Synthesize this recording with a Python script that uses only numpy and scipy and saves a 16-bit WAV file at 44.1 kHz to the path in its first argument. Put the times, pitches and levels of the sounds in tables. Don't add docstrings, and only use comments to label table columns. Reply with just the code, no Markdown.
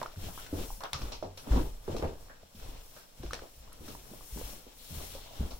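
import sys
import numpy as np
from scipy import signal
from scipy.fft import rfft, irfft, next_fast_len
from scipy.io import wavfile

SR = 44100
rng = np.random.default_rng(int(sys.argv[2]) if len(sys.argv) > 2 else 0)


def natural_amplitude(level_db):
    exponent = np.asarray(level_db, float) / 20
    return 10 ** exponent


def store_pcm(level_fs):
    pcm = np.round(np.clip(level_fs, -1, 1) * 32767).astype(np.int16)
    wavfile.write(sys.argv[1], SR, np.atleast_2d(pcm).T)


N = 246735
PAD = next_fast_len(N + SR)
HZ = np.maximum(np.fft.rfftfreq(PAD, 1 / SR), 1)
PORTS_APART_HZ = 304
LEFT_LAG_S = 0.00018


def rms_one(x):
    return x / np.sqrt(np.mean(x ** 2) + 1e-20)


def peak_one(x):
    return x / np.max(np.abs(x))


def add(track, start_s, sound):
    at = round(start_s * SR)
    track[..., at:at + sound.shape[-1]] += sound[..., :N - at]


def panned(x, pan_db):
    return x * natural_amplitude([[pan_db / 2], [-pan_db / 2]])


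def in_time(rows, peak_db, rise_db_s, fall_db_s):
    t = np.arange(N) / SR
    start, hold = np.transpose(rows)[:2, :, None]
    swell_db = rise_db_s * np.maximum(start - t, 0)
    decay_db = fall_db_s * np.maximum(t - start - hold, 0)
    return natural_amplitude(peak_db[:, None] - swell_db - decay_db)


def at_hz(points, hz):
    table_hz, table_db = np.transpose(points)
    return np.interp(np.log(hz), np.log(table_hz), table_db)


def colour(x, gain):
    return irfft(rfft(x, PAD) * gain, PAD)[..., :N]


def band_of(x, order, edges_hz):
    return signal.sosfilt(signal.butter(order, edges_hz, "band", fs=SR, output="sos"), x)


def drift(rate):
    knots = rng.standard_normal(int(N / SR * 200) + 2)
    return np.interp(np.arange(N) / SR * rate, np.arange(len(knots)), knots)


def resonance(x, hz, t60):
    shrink = natural_amplitude(-60 / (t60 * SR))
    turn = 2 * np.pi * hz / SR
    return signal.lfilter([0, np.sin(turn)], [1, -2 * shrink * np.cos(turn), shrink * shrink], x)


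def ports(mid, side):
    apart = HZ ** 1.3397 / (HZ ** 1.332 + PORTS_APART_HZ ** 1.443) + 0.15
    side = colour(side, apart)
    return np.array([mid + side, mid - side])


def grainy(spectrum, per_s, spread_db, patchy_db):
    sizes = natural_amplitude(spread_db * np.minimum(rng.exponential(1, (2, N)), 5)) * rng.choice([-1, 1], (2, N))
    happens = rng.random((2, N)) < per_s / SR
    flicker = natural_amplitude(patchy_db * (drift(25) + drift(70)))
    mid, side = colour(sizes * happens * flicker, natural_amplitude(at_hz(spectrum, HZ)))
    return ports(rms_one(mid), rms_one(side))


# t60/s, level over the late tail/dB
EARLY_ECHOES = (0.17, 4.3)


def stairwell(x, noise, t60):
    t = np.arange(noise.shape[-1]) / SR
    early_t60, early_db = EARLY_ECHOES
    dying = natural_amplitude(-60 * t / t60) + natural_amplitude(early_db - 60 * t / early_t60)
    echoes = noise * np.abs(noise) * np.clip(t / 0.003, 0, 1) * dying
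    return signal.fftconvolve(echoes / np.sqrt(np.sum(echoes[0] ** 2)), x[None])


def slips(count):
    t = np.arange(SR // 30) / SR
    rough = rng.standard_normal((count, len(t))) * np.exp(-t / 0.0016)
    return (t == 0) + rough, rng.standard_normal((count, 2, SR // 3))


def padded_blows(rows, pan_db):
    near, far = np.zeros((2, N)), np.zeros((2, N))
    t = np.arange(SR // 2) / SR
    delay_s = 0.002
    blow = np.exp(-t / 0.0001)
    for (start, db, hz, rattle_db), noise in zip(rows, rng.standard_normal((len(rows), 2, len(t)))):
        body = resonance(blow, hz, 17.0 / hz) - 0.45 * resonance(blow, 2.2 * hz, 4.0 / hz)
        add(near, start + delay_s, panned(natural_amplitude(db) * peak_one(body), pan_db))
        broad = rms_one(band_of(noise, 3, [0.5 * hz, 1.87 * hz]))
        t60 = 0.31 * (300 / hz) ** 0.45 * natural_amplitude(0.017 * (db + 38))
        dying = np.clip(t / 0.008, 0, 1) * natural_amplitude(-60 * t / np.clip(t60, 0.03, 0.8))
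        add(far, start + delay_s, natural_amplitude(db + rattle_db) * broad * dying)
    return near, far


def brief_rings(rows):
    out = np.zeros(N)
    for start, db, hz, cycles in rows:
        t60 = cycles / hz
        push = signal.unit_impulse(int(t60 * SR))
        add(out, start, natural_amplitude(db) * peak_one(resonance(push, hz, t60)))
    return panned(out, 1.5)


# f/Hz, level/dB
HOUSE_COLOUR = [(12, -53), (20, 20), (45, -18), (168, -4.5), (388, -18.5), (472, -7), (849, -13.5),
                (1860, -22.5), (5530, -22.5), (6540, -28), (7520, -23), (8410, -33), (16000, -76)]


def quiet_house():
    return natural_amplitude(-60.5) * grainy(HOUSE_COLOUR, per_s=40000, spread_db=-1.0, patchy_db=1.5)


# f/Hz, level/dB
RUMBLE_COLOUR = [(15, 11), (30, 3), (45, 6.5), (65, -6.5), (100, -10), (150, -51), (260, -46.5)]
# f/Hz, level/dB
CRUNCH_COLOUR = [(71, -7.5), (120, 1), (179, -15.5), (264, -5.5), (372, -13.5), (423, -8), (735, -11.5),
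                 (867, -13.5), (2000, -25.5), (2600, -101), (4400, -120)]
# f/Hz, level/dB
RUSTLE_COLOUR = [(710, -3.5), (1200, -6), (1640, -6), (3030, -1.5), (3430, -1), (4290, -6.5), (4810, -8),
                 (5480, -8.5), (7500, -11), (9750, -30), (16500, -120)]
# t/s, hold/s, crunch level/dB, rustle over crunch/dB
FOOT_ROLLS = [(0.0, 0.014, -49, -6), (0.243, 0.019, -47, -3), (0.416, 0.028, -57, 0),
              (0.591, 0.036, -43.5, -8), (1.015, 0.074, -45.5, -10), (1.264, 0.033, -62, -10),
              (1.537, 0.056, -38.5, -10), (1.916, 0.14, -46.5, -10.5), (2.14, 0.19, -62.5, -15),
              (2.624, 0.15, -53, -8), (2.914, 0.07, -68, 3.5), (3.24, 0.19, -55.5, -4.5),
              (3.674, 0.12, -61, -7), (3.867, 0.07, -54, -4.5), (4.08, 0.14, -58, -7),
              (4.383, 0.12, -52, -1.5), (4.647, 0.24, -71.5, 4), (4.942, 0.097, -52, -1.5),
              (5.146, 0.09, -56.5, -1.5), (5.411, 0.053, -46.5, -12)]


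def rolling_feet():
    _, _, crunch_db, over_db = np.transpose(FOOT_ROLLS)
    rise_db_s, fall_db_s = 179, 157
    late = np.add(FOOT_ROLLS, [0.0073, 0, 0, 0])
    load = in_time(late, -50.5 + crunch_db - crunch_db.mean(), 350, 70).sum(0)
    crush = in_time(FOOT_ROLLS, crunch_db, rise_db_s, fall_db_s).sum(0) + natural_amplitude(-76)
    brush = in_time(FOOT_ROLLS, crunch_db + over_db, rise_db_s, fall_db_s).sum(0) + natural_amplitude(-71.5)
    rumble = load * grainy(RUMBLE_COLOUR, per_s=1500, spread_db=1.5, patchy_db=1.0)
    crunch = natural_amplitude(-3) * crush * grainy(CRUNCH_COLOUR, per_s=1500, spread_db=2.5, patchy_db=1.0)
    rustle = natural_amplitude(-4) * brush * grainy(RUSTLE_COLOUR, per_s=14000, spread_db=-4.0, patchy_db=1.5)
    return rumble + crunch + panned(rustle, 3)


# f/Hz, level/dB
SWISH_COLOUR = [(3530, -1.5), (6000, 5), (9500, 1.5), (10600, 2.5), (11500, -0.5), (13200, 4.5), (15000, 7),
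                (16500, 5.5)]
# t/s, hold/s, level/dB, left over right/dB
LEG_SWINGS = [(0.0, 0.015, -61, -2), (0.232, 0.17, -57, 2), (0.572, 0.17, -54, 1), (0.99, 0.1, -63, 3),
              (1.49, 0.02, -64, 2), (1.58, 0.07, -61.5, 2), (1.858, 0.13, -67, -1), (2.584, 0.12, -64.5, 1),
              (2.842, 0.16, -65, 0), (3.184, 0.41, -68, 0), (3.866, 0.078, -58.5, 0),
              (4.075, 0.2, -63, 3.5), (4.358, 0.17, -54, 3.5), (4.79, 0.06, -66, 5), (4.88, 0.03, -64, 4),
              (4.28, 0.04, -67, 3.5), (2.21, 0.03, -71, 1), (4.95, 0.11, -54, 4), (5.117, 0.072, -63.5, 2),
              (5.332, 0.3, -63.5, 3)]


def trouser_swish():
    _, _, swish_db, pan_db = np.transpose(LEG_SWINGS)
    swing = natural_amplitude([pan_db / 2, -pan_db / 2]) @ in_time(LEG_SWINGS, swish_db, 179, 132)
    resting = natural_amplitude(-74.2)
    return (swing + resting) * grainy(SWISH_COLOUR, per_s=30000, spread_db=3.5, patchy_db=0.5)


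# t/s, level/dB, f/Hz, echo share/dB
WOOD_CRACKS = [(0.015, -31, 980, -9), (0.0294, -31, 940, -24), (0.0597, -31.5, 1290, -12),
               (0.3782, -42.5, 1280, 4), (0.4638, -43.5, 1700, 1.5), (0.7026, -35.5, 830, -7),
               (0.8074, -36, 950, -14), (0.835, -29, 915, -31), (0.9305, -37, 970, 3),
               (0.9469, -34.5, 1190, 0.5), (1.0164, -42, 1080, 1), (1.1217, -54, 1000, -7),
               (1.4704, -44, 880, 3), (1.5205, -36, 1190, -6), (1.5598, -31, 870, 2.5),
               (1.965, -38, 920, -15), (1.9824, -52, 934, -15), (2.0228, -37.5, 1100, 1),
               (2.3, -56, 1040, 0), (3.2325, -47, 1380, 0), (3.308, -33, 1220, -7.5),
               (3.333, -28.5, 1600, -7), (3.3416, -36, 2360, -12), (3.3913, -41, 1460, -14),
               (3.6757, -50, 1020, -5), (3.7203, -49.5, 1150, -2), (3.8806, -43.5, 1290, 0.5),
               (3.95, -49, 900, -4), (4.2081, -49, 960, -2), (4.374, -42.5, 850, -2),
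               (2.4294, -50.5, 660, -24),
    (2.296, -47.5, 1600, 7.5),
    (1, -53, 3800, -7),
    (3.263, -48, 2500, -8),
    (2.965, -50, 1570, 5.5),
    (0.015, -38, 1560, -5),
    (3.7293, -44.5, 9750, -10),
]


def wood_cracks():
    near, far = np.zeros((2, N)), np.zeros((2, N))
    rows = WOOD_CRACKS
    for (start, db, hz, echo_db), slip, noise in zip(rows, *slips(len(rows))):
        ring = resonance(np.diff(slip, prepend=0), hz, 10.5 / hz)
        wood = natural_amplitude(db) * peak_one(resonance(ring, 1.2 * hz, 2.2 / hz))
        add(near, start, panned(wood, -2.7))
        add(far, start, natural_amplitude(echo_db) * stairwell(wood, noise, t60=0.45))
    return near, far


# t/s, level/dB, f/Hz, rattle/dB
TOE_TAPS = [(0.014, -29.5, 620, -13.5), (0.029, -41, 870, -18), (0.056, -40.5, 620, -11),
            (0.284, -38.5, 700, -12), (0.385, -51, 1200, -3), (0.699, -63, 905, -25),
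            (0.803, -41.5, 774, -1.5), (0.836, -34, 780, -4), (0.929, -35, 1000, -7.5),
            (1.116, -42, 614, -2), (1.224, -25.5, 613, -34), (1.227, -34.5, 416, -3),
            (1.373, -44.5, 550, -9), (1.878, -27.5, 387, -9.5), (2.023, -26, 398, -5.5),
            (2.299, -47, 584, -11.5), (2.429, -50.5, 477, -29), (2.963, -47.5, 587, -8.5),
            (3.33, -31.5, 493, -14), (3.419, -38.5, 466, -10.5), (3.95, -45, 940, -34),
            (4.134, -42, 640, -21), (4.203, -59, 473, -3), (4.411, -34, 500, -19), (4.53, -44, 553, -14),
            (4.664, -45.5, 466, -13), (5, -46, 435, -2), (5.149, -47, 560, -4), (5.506, -41, 557, -6)]


def toe_taps():
    return padded_blows(TOE_TAPS, pan_db=-6)


# f/Hz, level/dB
FIBRE_MODES = [(2900, -4), (4150, 4.5), (5550, -4), (9200, -18)]
# t/s, level/dB, echo share/dB
FIBRE_SNAPS = [(0.0295, -39, -2), (0.0615, -46, 7.5), (0.4647, -44, -3), (0.7027, -64, -10),
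               (0.806, -46, 5), (0.8376, -34, 0), (0.9317, -24, 2.5), (0.95, -38, -1), (1.0177, -38, 6),
               (1.121, -37.5, 11), (1.225, -54.5, 17.5), (1.374, -41, 11.5), (1.5607, -51, 17),
               (1.9344, -57, 1), (1.966, -37.5, 5), (1.983, -39.5, 1), (2.024, -53, -9), (2.55, -59.5, 17),
               (2.9617, -61, 20), (3.2334, -51.5, 11), (3.263, -53, 12), (3.3095, -45.5, 7),
               (3.333, -30, 2), (3.7215, -53, 9), (3.8804, -48, 13.5), (3.342, -34, -5), (3.351, -42, -9),
               (1.521, -43, -6), (5.149, -44, 7.5), (5.5058, -49.5, 18.5)]


def fibre_snaps():
    near, far = np.zeros((2, N)), np.zeros((2, N))
    dull = peak_one(band_of(signal.unit_impulse(SR // 30), 4, [2200, 6200]))
    for (start, db, echo_db), slip, noise in zip(FIBRE_SNAPS, *slips(len(FIBRE_SNAPS))):
        rung = sum(natural_amplitude(mode_db) * resonance(slip, hz, 0.0041) for hz, mode_db in FIBRE_MODES)
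        bright = band_of(slip, 2, [2000, 7500]) + 0.14 * np.diff(slip, prepend=0)
        snap = peak_one(peak_one(bright) + 0.76 * peak_one(rung))
        add(near, start, panned(natural_amplitude(db) * snap, 6))
        add(far, start, natural_amplitude(db + echo_db) * stairwell(dull, noise, t60=0.37))
    return near, far


# t/s, level/dB, f/Hz,
# ring/cycles
TREAD_JERKS = [(1.569, -34, 258, 9), (1.578, -26, 297, 13), (1.593, -31.5, 418, 6.4), (1.614, -36, 345, 8),
               (1.885, -30.5, 330, 5.3), (1.899, -30.5, 344, 8), (1.924, -35, 330, 8.7),
               (1.969, -34, 380, 6.8), (1.996, -31.5, 330, 8), (2.031, -28, 440, 7), (2.053, -29, 477, 11),
               (2.074, -31, 400, 9), (2.094, -33, 444, 10), (2.107, -36.5, 434, 13), (2.131, -39, 398, 10),
               (2.155, -42, 500, 11), (3.44, -43, 550, 8.3), (3.457, -43, 610, 5.2), (0.599, -33, 390, 9),
               (0.613, -32, 380, 11), (1.04, -40, 304, 6.9), (1.252, -42, 500, 10), (5.151, -39.5, 541, 40),
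               (5.437, -42, 250, 5.5), (5.448, -30, 63, 4.5), (5.531, -35, 44.7, 5), (5.31, -45, 665, 28),
               (5.335, -46, 730, 27), (0.137, -50, 640, 35), (0.052, -41.5, 604, 30),
               (0.232, -35.5, 39.6, 3.2), (0.269, -37.5, 60, 6), (0.322, -40, 35, 4), (2.687, -36, 36, 5),
               (3.244, -37, 330, 10), (3.342, -37, 520, 7), (2.69, -48, 280, 16), (2.592, -44, 90, 3),
               (0.29, -43, 180, 20), (0.78, -50, 200, 12), (2.03, -33, 142, 13), (1.93, -36, 150, 10),
               (0.845, -37, 566, 28), (4.362, -36.5, 171, 5.5), (4.965, -40, 60, 5), (2.305, -50, 580, 15),
               (2.97, -54, 570, 22)]


def tread_jerks():
    return brief_rings(TREAD_JERKS)


# t/s, level/dB, f/Hz, ring/cycles
DRY_CLICKS = [(0.3772, -32, 1060, 5.8), (0.448, -41, 1800, 4), (1.472, -33, 720, 3.9),
              (1.5215, -26, 900, 4), (1.8785, -34, 1200, 4), (1.944, -48, 1400, 3), (2.026, -28, 1900, 4.4),
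              (2.048, -35, 2300, 8), (2.285, -44, 1500, 3.7), (2.32, -53, 1300, 4.4),
              (3.233, -38, 1200, 5.3), (3.2635, -39, 2200, 3), (3.351, -40, 3500, 8),
              (3.951, -35, 770, 3.5), (4.055, -45, 1500, 4.4), (4.21, -46, 680, 3), (0.8365, -32, 4200, 9),
              (1.121, -44, 4000, 4), (0.9325, -26, 8200, 24), (0.9325, -22, 3000, 9),
              (0.933, -30, 4500, 16), (0.838, -38, 5400, 14), (0.098, -44, 1200, 6.2),
              (0.16, -45, 1500, 16), (5.21, -54, 10500, 10), (3.677, -45, 1000, 4), (2.6, -42, 1400, 4),
              (3.3335, -28, 2700, 10), (1.578, -32, 850, 8), (1.595, -31, 890, 8.7), (5.004, -40, 1140, 8),
              (1.54, -41, 2600, 6), (1.5625, -38, 3300, 6), (1.573, -38, 2300, 5), (1.58, -38, 2650, 7),
              (1.591, -40, 2200, 5), (1.597, -41, 3200, 6), (1.617, -40, 1500, 8), (2.027, -38, 2400, 5),
              (2.043, -42, 3300, 6), (2.094, -42, 1400, 5), (0.8065, -39, 4000, 12), (0.612, -44, 3300, 6),
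              (3.265, -44, 1200, 4), (3.366, -45, 1600, 8)]


def dry_clicks():
    return brief_rings(DRY_CLICKS)


# t/s, level/dB, f/Hz, rise/ms, ring t60/s
FOOT_THUMPS = [(0.163, -35, 92, 9.4, 0.4), (0.519, -32, 83, 12, 0.42), (0.938, -37, 74, 7, 0.13),
               (0.661, -39, 32, 20, 0.44), (1.022, -29.5, 50, 14, 0.15), (1.232, -42.5, 92, 16, 0.57),
               (1.5035, -16, 54, 10, 0.34), (1.612, -30.5, 33, 12, 0.72), (1.883, -34.5, 90, 12, 0.2),
               (2.02, -29.5, 77, 12.7, 0.26), (2.43, -54, 77, 5.5, 0.16), (2.55, -49, 87.4, 7.9, 0.3),
               (2.61, -40, 43, 29, 0.3), (2.735, -43, 24, 12, 0.66), (3.189, -43, 48, 7.6, 0.19),
               (3.241, -33.5, 53, 16, 0.33), (3.559, -48, 55.6, 13, 0.65), (3.79, -45, 72, 11, 0.43),
               (4.322, -36, 51, 5.4, 0.48), (4.436, -38.5, 42, 7.7, 0.094), (4.906, -38.5, 78.3, 16, 0.56),
               (4.95, -43, 31, 17, 0.24), (5.131, -47.5, 68, 18, 0.15), (5.389, -25, 64, 13, 0.25)]


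def foot_thumps():
    out = np.zeros(N)
    t = np.arange(SR // 2) / SR
    shudders = rng.standard_normal((len(FOOT_THUMPS), len(t)))
    for (start, db, hz, rise_ms, t60), shudder in zip(FOOT_THUMPS, shudders):
        envelope = (1 - np.exp(-(t / (rise_ms / 1000)) ** 2)) * natural_amplitude(-60 * t / t60)
        joists = rms_one(resonance(resonance(shudder, 1.8 * hz, 0.024), 1.8 * hz, 0.024))
        frame = np.sin(2 * np.pi * hz * t)
        add(out, start, natural_amplitude(db) * peak_one(envelope * (frame + 0.28 * joists)))
    return out


# t/s, level/dB, f/Hz, rattle/dB
BOARD_KNOCKS = [(0.171, -43.5, 202, -8), (0.23, -41, 186, -6.5), (0.526, -25, 292, -12),
                (0.574, -38, 308, -4), (0.944, -41.5, 134, -15.5), (1.012, -41, 202, -6),
                (1.464, -43.5, 220, 3), (1.524, -28, 277, -5.5), (1.559, -22, 258, -8),
                (1.608, -26, 295, -44), (1.94, -38.5, 326, 3.5), (2.432, -57, 195, -13),
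                (2.546, -47, 213, -19), (3.197, -40, 120, -13), (3.234, -33, 339, -14.5),
                (3.805, -45.5, 216, -3), (3.882, -39, 243, -8.5), (4.112, -41.5, 227, -10),
                (4.359, -35.5, 223, -9), (4.528, -47, 217, -9), (4.666, -46, 248, -16),
                (4.903, -41, 125.4, -5), (4.907, -52.5, 240, -13), (5.397, -37.5, 133, -7.5),
                (5.403, -29, 209, -13)]


def board_knocks():
    return padded_blows(BOARD_KNOCKS, pan_db=0.5)


# t/s, hold/s, level/dB, f/Hz, width/octaves
PILE_SCUFFS = [(1.121, 0.04, -52.5, 3600, 1.45), (0.94, 0.026, -52, 3600, 1.2),
               (0.94, 0.02, -53, 4900, 0.97), (0.845, 0.013, -50, 3150, 0.57),
               (4.79, 0.48, -60.5, 3700, 0.6), (1.525, 0.075, -46.5, 870, 0.83),
               (1.62, 0.07, -60, 900, 0.57), (5.26, 0.13, -59, 734, 1.06), (1.9, 0.15, -67.5, 6300, 1.3),
               (1.375, 0.025, -60.5, 1360, 0.7), (0.35, 0.072, -59, 3200, 0.35),
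               (2.026, 0.05, -57, 2200, 0.8), (5.3, 0.08, -62, 3600, 1.8), (5.27, 0.17, -61.5, 3300, 0.5),
               (2.2, 0.04, -70, 6000, 1.0), (1.562, 0.05, -55, 2700, 0.9), (1.374, 0.06, -62, 10500, 1.15),
               (2.552, 0.04, -69, 10000, 1.2), (2.01, 0.04, -70, 12500, 0.6)]


def pile_scuffs():
    out = np.zeros((2, N))
    grains = rng.standard_normal((len(PILE_SCUFFS), 2, SR)) ** 3
    gains = in_time(PILE_SCUFFS, np.transpose(PILE_SCUFFS)[2], 1500, 450)
    for (start, _, _, hz, octaves), grain, gain in zip(PILE_SCUFFS, grains, gains):
        edges_hz = hz * 2 ** (octaves * np.array([-0.5, 0.5]))
        rasp = rms_one(band_of(grain, 4, edges_hz))
        begin = start - 0.05
        loudness = gain[round(begin * SR):][:SR]
        add(out, begin, rasp[:, :len(loudness)] * loudness)
    return out


def scene():
    house, feet, swish = quiet_house(), rolling_feet(), trouser_swish()
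    crack, crack_far = wood_cracks()
    tap, tap_far = toe_taps()
    snap, snap_far = fibre_snaps()
    rings = tread_jerks() + dry_clicks()
    thump = foot_thumps()
    knock, knock_far = board_knocks()
    echoes = ports(*(crack_far + tap_far + snap_far + knock_far))
    below = house + feet + swish + tap + rings + thump + knock + echoes + pile_scuffs()
    left_later = np.exp(-2j * np.pi * HZ * [[LEFT_LAG_S], [0]])
    return crack + snap + colour(below, left_later)


# f/Hz, width/Hz, lift/dB
HOUSING_MODES = [(4260, 370, -8), (5575, 410, -2), (7530, 120, -2), (9570, 1040, 1), (11440, 350, 6.5),
                 (14000, 130, -65), (16100, 520, -37)]
# f/Hz, width/Hz, depth/dB
GRIP_SHADOW = (1890, 164, -1.5)


def housing_and_hand():
    gain = 1
    for hz, width, db in HOUSING_MODES:
        gain = gain + natural_amplitude(db) * 1j * HZ * width / (hz ** 2 - HZ ** 2 + 1j * HZ * width)
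    hz, width, db = GRIP_SHADOW
    return gain * natural_amplitude(db * np.exp(-((HZ - hz) / width) ** 2))


def band_limit(x):
    return signal.sosfilt(signal.butter(12, 16840, fs=SR, output="sos"), x)


def record(dry):
    treble_db = 3.4 * HZ ** 4 / (HZ ** 4 + 11500 ** 4)
    left_brighter = natural_amplitude(treble_db * [[0.5], [-0.5]])
    below_top = HZ < 15850
    heard = colour(panned(dry, 0.8), housing_and_hand() * below_top * left_brighter)
    return band_limit(heard)


dry = scene()
out = record(dry)
store_pcm(out)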